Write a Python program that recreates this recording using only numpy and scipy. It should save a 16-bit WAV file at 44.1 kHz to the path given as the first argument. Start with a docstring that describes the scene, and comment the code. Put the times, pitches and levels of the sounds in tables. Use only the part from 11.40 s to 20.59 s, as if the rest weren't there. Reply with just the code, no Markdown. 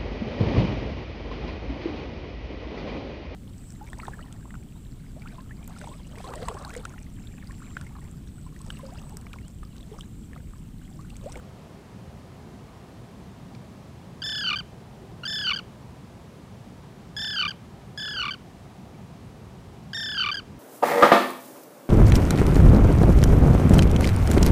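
"""In the shallows before a reed bed, a tern gives five harsh, falling "kee-arr" calls.
Each is a bright syrinx tone, coloured by throat and bill, that flutters about 35 times a second;
near the end the flutter chops it and the voice breaks to a low rasp. There is one small tick and
one faint, brief distant note, probably another tern. The reeds answer with a faint tail.
Underneath lies a bed of steady distant rumble and hiss, with a far-off hum that swells once."""
import sys
import numpy as np
from scipy import signal
from scipy.fft import rfft, irfft, next_fast_len
from scipy.io import wavfile
from scipy.ndimage import uniform_filter1d, map_coordinates

SR = 44100
rng = np.random.default_rng(int(sys.argv[2]) if len(sys.argv) > 2 else 0)


def bounce(signal):
    """Save signal as a 16-bit WAV file at the path given by the first command-line argument."""
    frames = np.transpose(np.atleast_2d(signal))
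    limited = np.clip(frames, -1, 1)
    pcm = np.round(limited * 32767).astype(np.int16)
    wavfile.write(sys.argv[1], SR, pcm)


N = 405279

# Cue list of the calls: start/s, kee/s, rasp/s, tail/s, end/s, top pitch/Hz, rasp pitch/Hz,
# scoop into the kee/share of pitch, level trim/dB, tilt/(dB per octave), roughness/0-1,
# mid-kee beat lag/s
CALL_CUES = [(2.8155, 2.835, 3.098, 3.154, 3.212, 1770, 1196, .025, .3, 1.1, .27, .0025),
             (3.830, 3.874, 4.102, 4.129, 4.202, 1770, 1153, .015, 1, 1.2, .36, 0),
             (5.763, 5.763, 6.020, 6.075, 6.123, 1795, 1190, .085, .3, 0, .08, .0005),
             (6.573, 6.573, 6.823, 6.904, 6.953, 1752, 1156, .06, -2.3, -.9, .3, -.0015),
             (8.529, 8.543, 8.830, 8.911, 9.005, 1802, 1178, -.015, .2, -1.3, .25, .005)]
# Raw harmonics of the syrinx: harmonic number, relative level/dB
SYRINX_HARMONICS = [(1, 2), (2, 5.5), (3, -1), (4, -12.5), (5, -22.5), (6, -26.5), (7, -30), (8, -33),
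                    (9, -35), (10, -38), (11, -41)]
# Resonances of throat and bill, heard across the water: f/Hz, gain/dB
THROAT_EQ = [(1150, 8), (1500, 6), (1750, -3.5), (2200, -2.5), (2480, 4), (2740, -2.5), (3020, 7.5),
             (3130, 5), (3290, -8), (3470, 1.3), (3900, -13.5), (4600, 9.5), (5070, -.7), (5300, 3),
             (5650, -2), (5900, 1.5), (6200, -2), (7000, -1), (11200, -2), (12400, 1), (14000, -1.5)]
# All calls share three envelopes over the stages 0 lead-in, 1 kee, 2 rasp, 3 tail, 4 end.
# Pitch rises to the kee, falls into the rasp and lifts in the tail: stage, pitch/share of top pitch
PITCH_ENVELOPE = [(0, .77), (.55, .905), (.9, .92), (1, 1.002), (1.25, .997), (1.48, .973), (1.65, .957),
                  (1.76, .902), (1.87, .857), (2, .829), (2.9, .812), (3.35, .912), (3.7, .888), (4, .82)]
# Effort peaks just before the voice breaks: stage, level/dB, tilt/(dB per octave), top harmonics/dB
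EFFORT_ENVELOPE = [(0, -37.5, -3, 0), (.6, -32, .5, 0), (1.15, -30.3, .5, 1.5), (1.45, -30.1, 0, -.4),
                   (1.7, -30.6, -.6, -1), (1.78, -28.5, -.5, -.5), (1.86, -24.7, .8, 0),
                   (1.96, -22.4, 1.4, 0), (2.15, -24.2, 3.8, -.5), (2.9, -24.6, 3.6, -.5),
                   (3.4, -30.6, .2, 0), (4, -33, 1.7, -.5)]
# How hard each flutter beat bites: stage, syrinx closure/s, sag/share of pitch
BITE_ENVELOPE = [(.4, .008, .11), (1, .0053, .11), (1.11, .0012, .11), (1.35, .0007, .145),
                 (1.72, .001, .13), (1.88, .0026, .13), (2, .0052, .11), (3, .008, .09), (3.6, .0095, .09)]
# A small tick, then a faint distant note: t/s, level/dB, ring f/Hz, t60/s, crack amount/0-1
SMALL_CUES = [(2.1495, -38.5, 2350, 0.017, .8), (7.545, -53, 2300, .07, .05)]
# Decay of the reed bed: f/Hz, t60/s
REED_DECAY = [(1000, .4), (3000, 0.42), (8000, 0.11)]
# The far-off hum: crest t/s, swell half length/s, f/Hz, half width/Hz, level/dB
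HUM_SWELL = (5.95, .45, 172, 10, -51)
# Colour of the distant rumble: f/Hz, relative level/dB
RUMBLE_EQ = [(12, -56), (20, -22), (35, -15.5), (52, -5), (108, -0.5), (157, -1.5), (188, -2), (215, -4),
             (308, -12.5), (400, -11), (434, -14.7), (592, -17.2), (653, -15), (1000, -20), (1300, -28),
             (2200, -120)]
# Colour of the open-air hiss: f/Hz, relative level/dB
HISS_EQ = [(590, -33), (1000, -7.5), (1230, -3.5), (1380, -5), (1820, -6.5), (2270, -8.5), (3030, -10.5),
           (3950, -12.5), (8280, -19), (13400, -26), (15800, -30)]

LEAD_IN_S, LEAD_BEAT_S = .044, .025  # a full lead-in, and one stutter of it
FLUTTER_HZ, END_MARGIN_S = 35, .017  # no beat starts within the margin before a call's end
SCOOP_S = .025  # settling time of the pitch as the kee opens
BREAK_AFTER_S, BREAK_SOONER_S = .01, .0022  # the first rasp beat holds its pitch; each next breaks sooner
BREAK_CLEAR_S = .001  # the upper register is back this long before the next beat
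RASP_DROP_DB = 1.3  # the low register is this much weaker
RUMBLE_DB, HISS_DB = -44, -58.5
HIGH_CUT_HZ = 15800


def tern():
    """The five calls with a low cut: so small a bird radiates no bass."""
    track = np.zeros(N)
    for cue in CALL_CUES:
        add(track, cue[0], call(*cue))
    return signal.sosfilt(signal.butter(4, 900, "highpass", fs=SR, output="sos"), track)


def call(start, kee, rasp, tail, end, top_hz, rasp_hz, scoop, trim_db, call_bright_db, roughness, lag):
    """One call: a fluttering harmonic tone whose partials slide through the throat's resonances."""
    t = np.arange(start, end + .02, 1 / SR)
    landmarks = [kee - LEAD_IN_S, kee, rasp, tail, end]
    beats = beat_times(start, kee, rasp, tail, end, lag)
    tension, = envelope(PITCH_ENVELOPE, landmarks, t)
    tension *= 1 - scoop * np.exp(-np.abs(t - kee) / SCOOP_S)
    effort_db, bright_db, top_db = envelope(EFFORT_ENVELOPE, landmarks, t)
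    closure, _ = envelope(BITE_ENVELOPE, landmarks, beats)
    _, sag_share = envelope(BITE_ENVELOPE, landmarks, t)
    level_db = trim_db + effort_db + .5 * wobble(FLUTTER_HZ, len(t))
    sag, gate, push = flutter(t, beats, closure)
    # The voice strains when it is loud and collapses as the air runs out.
    strain = step(level_db + 26.5, 1.3)
    collapse = step(t - end + .0043, .004)
    upper_hz = top_hz * tension * (1 - sag_share * sag) * (1 - .27 * collapse)
    rasp_beats = beats[(beats > rasp - .5 / FLUTTER_HZ) & (beats < tail + .5 / FLUTTER_HZ)]
    pitch, low = voice_break(t, upper_hz, rasp_beats, rasp_hz)
    rough = roughness * low
    jitter = (.0033 + .013 * sag + .052 * rough) * wobble(900, len(t))
    drift = .0025 * wobble(127, len(t))
    phase = 2 * np.pi * np.cumsum(pitch * (1 + jitter + drift)) / SR
    k, gains = harmonics(pitch, low, strain, call_bright_db + bright_db, top_db)
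    # In a break the upper register keeps beating against the lower one.
    clash = np.sin(2 * np.pi * np.cumsum(upper_hz - pitch) / SR)
    offsets = rng.uniform(0, 2 * np.pi, k.shape)
    tone = (gains * np.sin(k * (phase + .22 * rough * clash) + offsets)).sum(0)
    # Under strain a slower, unsteady vibration puts sidebands between the harmonics.
    buzz_hz = 600 * (1 + .1156 * wobble(120, len(t)))
    buzz = np.sin(2 * np.pi * np.cumsum(buzz_hz) / SR)
    grit = (.042 + .094 * sag + .11 * rough) * wobble(1400, len(t))
    shimmer = 1 + .14 * rough * clash + .093 * strain * buzz + grit
    air = breath(phase, rough + .15 * strain * sag)
    loudness = amp(level_db - .97 + 1.9 * push - .55 * sag - RASP_DROP_DB * low - 14.3 * collapse)
    fade_out = step(end + .0035 - t, .0023)
    return (tone * shimmer + air) * loudness * gate * fade_out


def beat_times(start, kee, rasp, tail, end, lag):
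    """The flutter's rhythm: quick in any lead-in, shifted by lag in mid-kee, then even to the end."""
    lead = np.arange(kee - LEAD_BEAT_S, start + LEAD_BEAT_S / 2, -LEAD_BEAT_S)[::-1]
    first = [start] if kee - start > LEAD_BEAT_S / 4 else []
    progress = np.linspace(0, 1, round((rasp - kee) * FLUTTER_HZ), endpoint=False)
    held = kee + (rasp - kee) * progress + lag * np.sin(np.pi * progress)
    chop_s = (tail - rasp) / round((tail - rasp) * FLUTTER_HZ)
    chopped = np.arange(rasp, end - END_MARGIN_S, chop_s)
    return np.concatenate([first, lead, held, chopped])


def flutter(t, beats, closure, sag_s=.0035, attack_s=.00045, release_s=.0013, leak=.068, push_s=.0047):
    """At each beat the tension sags and the syrinx may close; the stored pressure then gives a push."""
    beats, closure = beats[:, None], closure[:, None]
    shut, reopen = beats - closure / 2, beats + closure / 2
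    seal = 1 - np.exp(-(closure / .0019) ** 2)  # a very short closure does not seal
    depth = 1 + .113 * rng.standard_normal(beats.shape)
    sag = (depth * np.exp(-np.abs((t - shut) / sag_s) ** 2.5)).sum(0)
    closed = (seal * step(t - shut, release_s) * step(reopen - t, attack_s)).max(0)
    gate = (1 - (1 - leak) * closed) * step(t - reopen[0], attack_s)
    push = (seal * (t > beats) * np.exp(-np.abs(t - reopen) / push_s)).max(0)
    return sag, gate, push


def voice_break(t, pitch, beats, rasp_hz):
    """In each rasp beat the pitch jumps down and sinks a little; low (0-1) marks the low register."""
    low = np.zeros(len(t))
    for i, (this_beat, next_beat) in enumerate(zip(beats, beats[1:])):
        start, end = this_beat + BREAK_AFTER_S - i * BREAK_SOONER_S, next_beat - BREAK_CLEAR_S
        broken = step(t - start, .0004) * step(end - t, .00041)
        sinking_hz = rasp_hz * (1 - .055 * np.clip((t - start) / (end - start) - .5, -.5, .5))
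        pitch = pitch + broken * (sinking_hz - pitch)
        low += broken
    return pitch, low


def harmonics(pitch, low, strain, bright_db, top_db):
    """Harmonic numbers and gains at even power: strain favours the second, the low voice is duller."""
    k, source_db = np.transpose(SYRINX_HARMONICS)[:, :, None]
    tilt_db = bright_db * np.log2(np.minimum(k, 3)) + top_db * (k > 3)
    dull_db = 5 * low * np.log2(np.maximum(k / 2, 1))
    pinch_db = 4.2 * strain * (1 - .7 * low) * np.abs(np.log2(k / 2))
    flicker_db = .95 * np.array([wobble(71.6, len(pitch)) for _ in k])
    gains = amp(source_db + tilt_db - dull_db - pinch_db + along(THROAT_EQ, k * pitch) + flicker_db)
    return k, gains / np.sqrt((gains ** 2).sum(0) / 2)


def breath(phase, rough):
    """Air puffs through once a cycle and scrapes in the throat where the voice is rough."""
    puffs = (1 + np.sin(phase)) * rng.standard_normal(len(phase))
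    band = signal.butter(3, [2400, 5000], "bandpass", fs=SR, output="sos")
    scrape = unit(signal.sosfilt(band, puffs))
    return amp(-43) * puffs + amp(-11) * rough * scrape


def tick_and_far_note():
    """The tick is a bright crack with a small ring; the distant note is a brief, almost pure tone."""
    track, t = np.zeros(N), np.arange(SR // 8) / SR
    band = signal.butter(2, [3500, 5700], "bandpass", fs=SR, output="sos")
    for start, db, hz, t60, snap in SMALL_CUES:
        crack = .55 * snap * unit(signal.sosfilt(band, rng.standard_normal(len(t))))
        ring = (1 - .6 * snap) * np.sin(2 * np.pi * hz * t)
        add(track, start, amp(db - 60 * t / t60) * (crack + ring))
    return track


def reeds(x):
    """The reed bed scatters the sound into a short, slightly late reverb tail."""
    hz, t, spectrum = signal.stft(rng.standard_normal(SR // 2), SR, nperseg=256)
    decay = amp(-60 * t / along(REED_DECAY, hz)[:, None])
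    tail = signal.istft(spectrum * decay * step(t - .012, .008), SR, nperseg=256)[1]
    return signal.fftconvolve(x, tail / np.linalg.norm(tail))[:N]


def hum():
    """A narrow, wavering band of noise rises out of the rumble and sinks again."""
    crest_s, half_s, centre_hz, width_hz, db = HUM_SWELL
    drone = unit(filtered(rng.standard_normal(N), lambda hz: np.exp(-((hz - centre_hz) / width_hz) ** 2)))
    swell = np.exp(-((np.arange(N) / SR - crest_s) / half_s) ** 2)
    return amp(db) * drone * swell


def open_air():
    """The bed: a steady distant rumble, slightly patchy, under an even hiss."""
    rumble = amp(RUMBLE_DB) * noise_bed(RUMBLE_EQ, patchy_db=1.26)
    return rumble + amp(HISS_DB) * noise_bed(HISS_EQ, patchy_db=-.15)


def noise_bed(eq, patchy_db):
    """Coloured noise of rms 1 with patches of random gain in time and frequency."""
    spectrum = signal.stft(rng.standard_normal(N), nperseg=1024)[2]
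    patches = uniform_filter1d(rng.standard_normal(spectrum.shape), size=5, axis=0)
    patches = uniform_filter1d(patches, size=14, axis=1)
    noise = signal.istft(spectrum * amp(patchy_db * unit(patches)), nperseg=1024)[1][:N]
    return unit(filtered(noise, lambda hz: amp(along(eq, hz))))


def envelope(table, landmarks, t):
    """Read each column of an envelope at times t; landmarks are the times of its stages."""
    stage = np.interp(t, landmarks, np.arange(len(landmarks)))
    knots, *columns = np.transpose(table)
    return [np.interp(stage, knots, column) for column in columns]


def amp(db):
    """Decibels to gain."""
    return 10 ** (np.asarray(db) / 20)


def unit(x):
    """Scale to rms 1."""
    return x / np.sqrt(np.mean(x ** 2) + 1e-20)


def along(points, hz):
    """Read (f/Hz, value) points on a log frequency axis."""
    knots_hz, values = np.transpose(points)
    return np.interp(np.log(hz + 1), np.log(knots_hz + 1), values)


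def step(t, width):
    """A soft switch from 0 to 1 around t = 0."""
    return .5 + .5 * np.tanh(t / width)


def wobble(rate, size):
    """A smooth random modulator, rate knots a second."""
    at = np.arange(size) * rate / SR
    return map_coordinates(rng.standard_normal(int(at[-1]) + 4), [at], mode="nearest")


def filtered(x, response):
    """Zero-phase EQ; response gives the gain at each frequency."""
    size = next_fast_len(N + SR // 2)
    return irfft(rfft(x, size) * response(np.fft.rfftfreq(size, 1 / SR)), size)[:N]


def add(track, start_s, sound):
    """Mix a sound into the track at its cue."""
    part = track[round(start_s * SR):][:len(sound)]
    part += sound[:len(part)]


def scene():
    """The mono mix: tern, tick and distant note, their echo off the reeds, open air and hum behind."""
    direct = tern() + tick_and_far_note()
    echo = amp(-33) * reeds(direct)
    return (direct + echo + open_air() + hum())[None]


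def record(dry):
    """A brick-wall high cut on the whole mix."""
    return filtered(dry[0], lambda hz: hz < HIGH_CUT_HZ)[None]


dry = scene()
out = record(dry)
bounce(out)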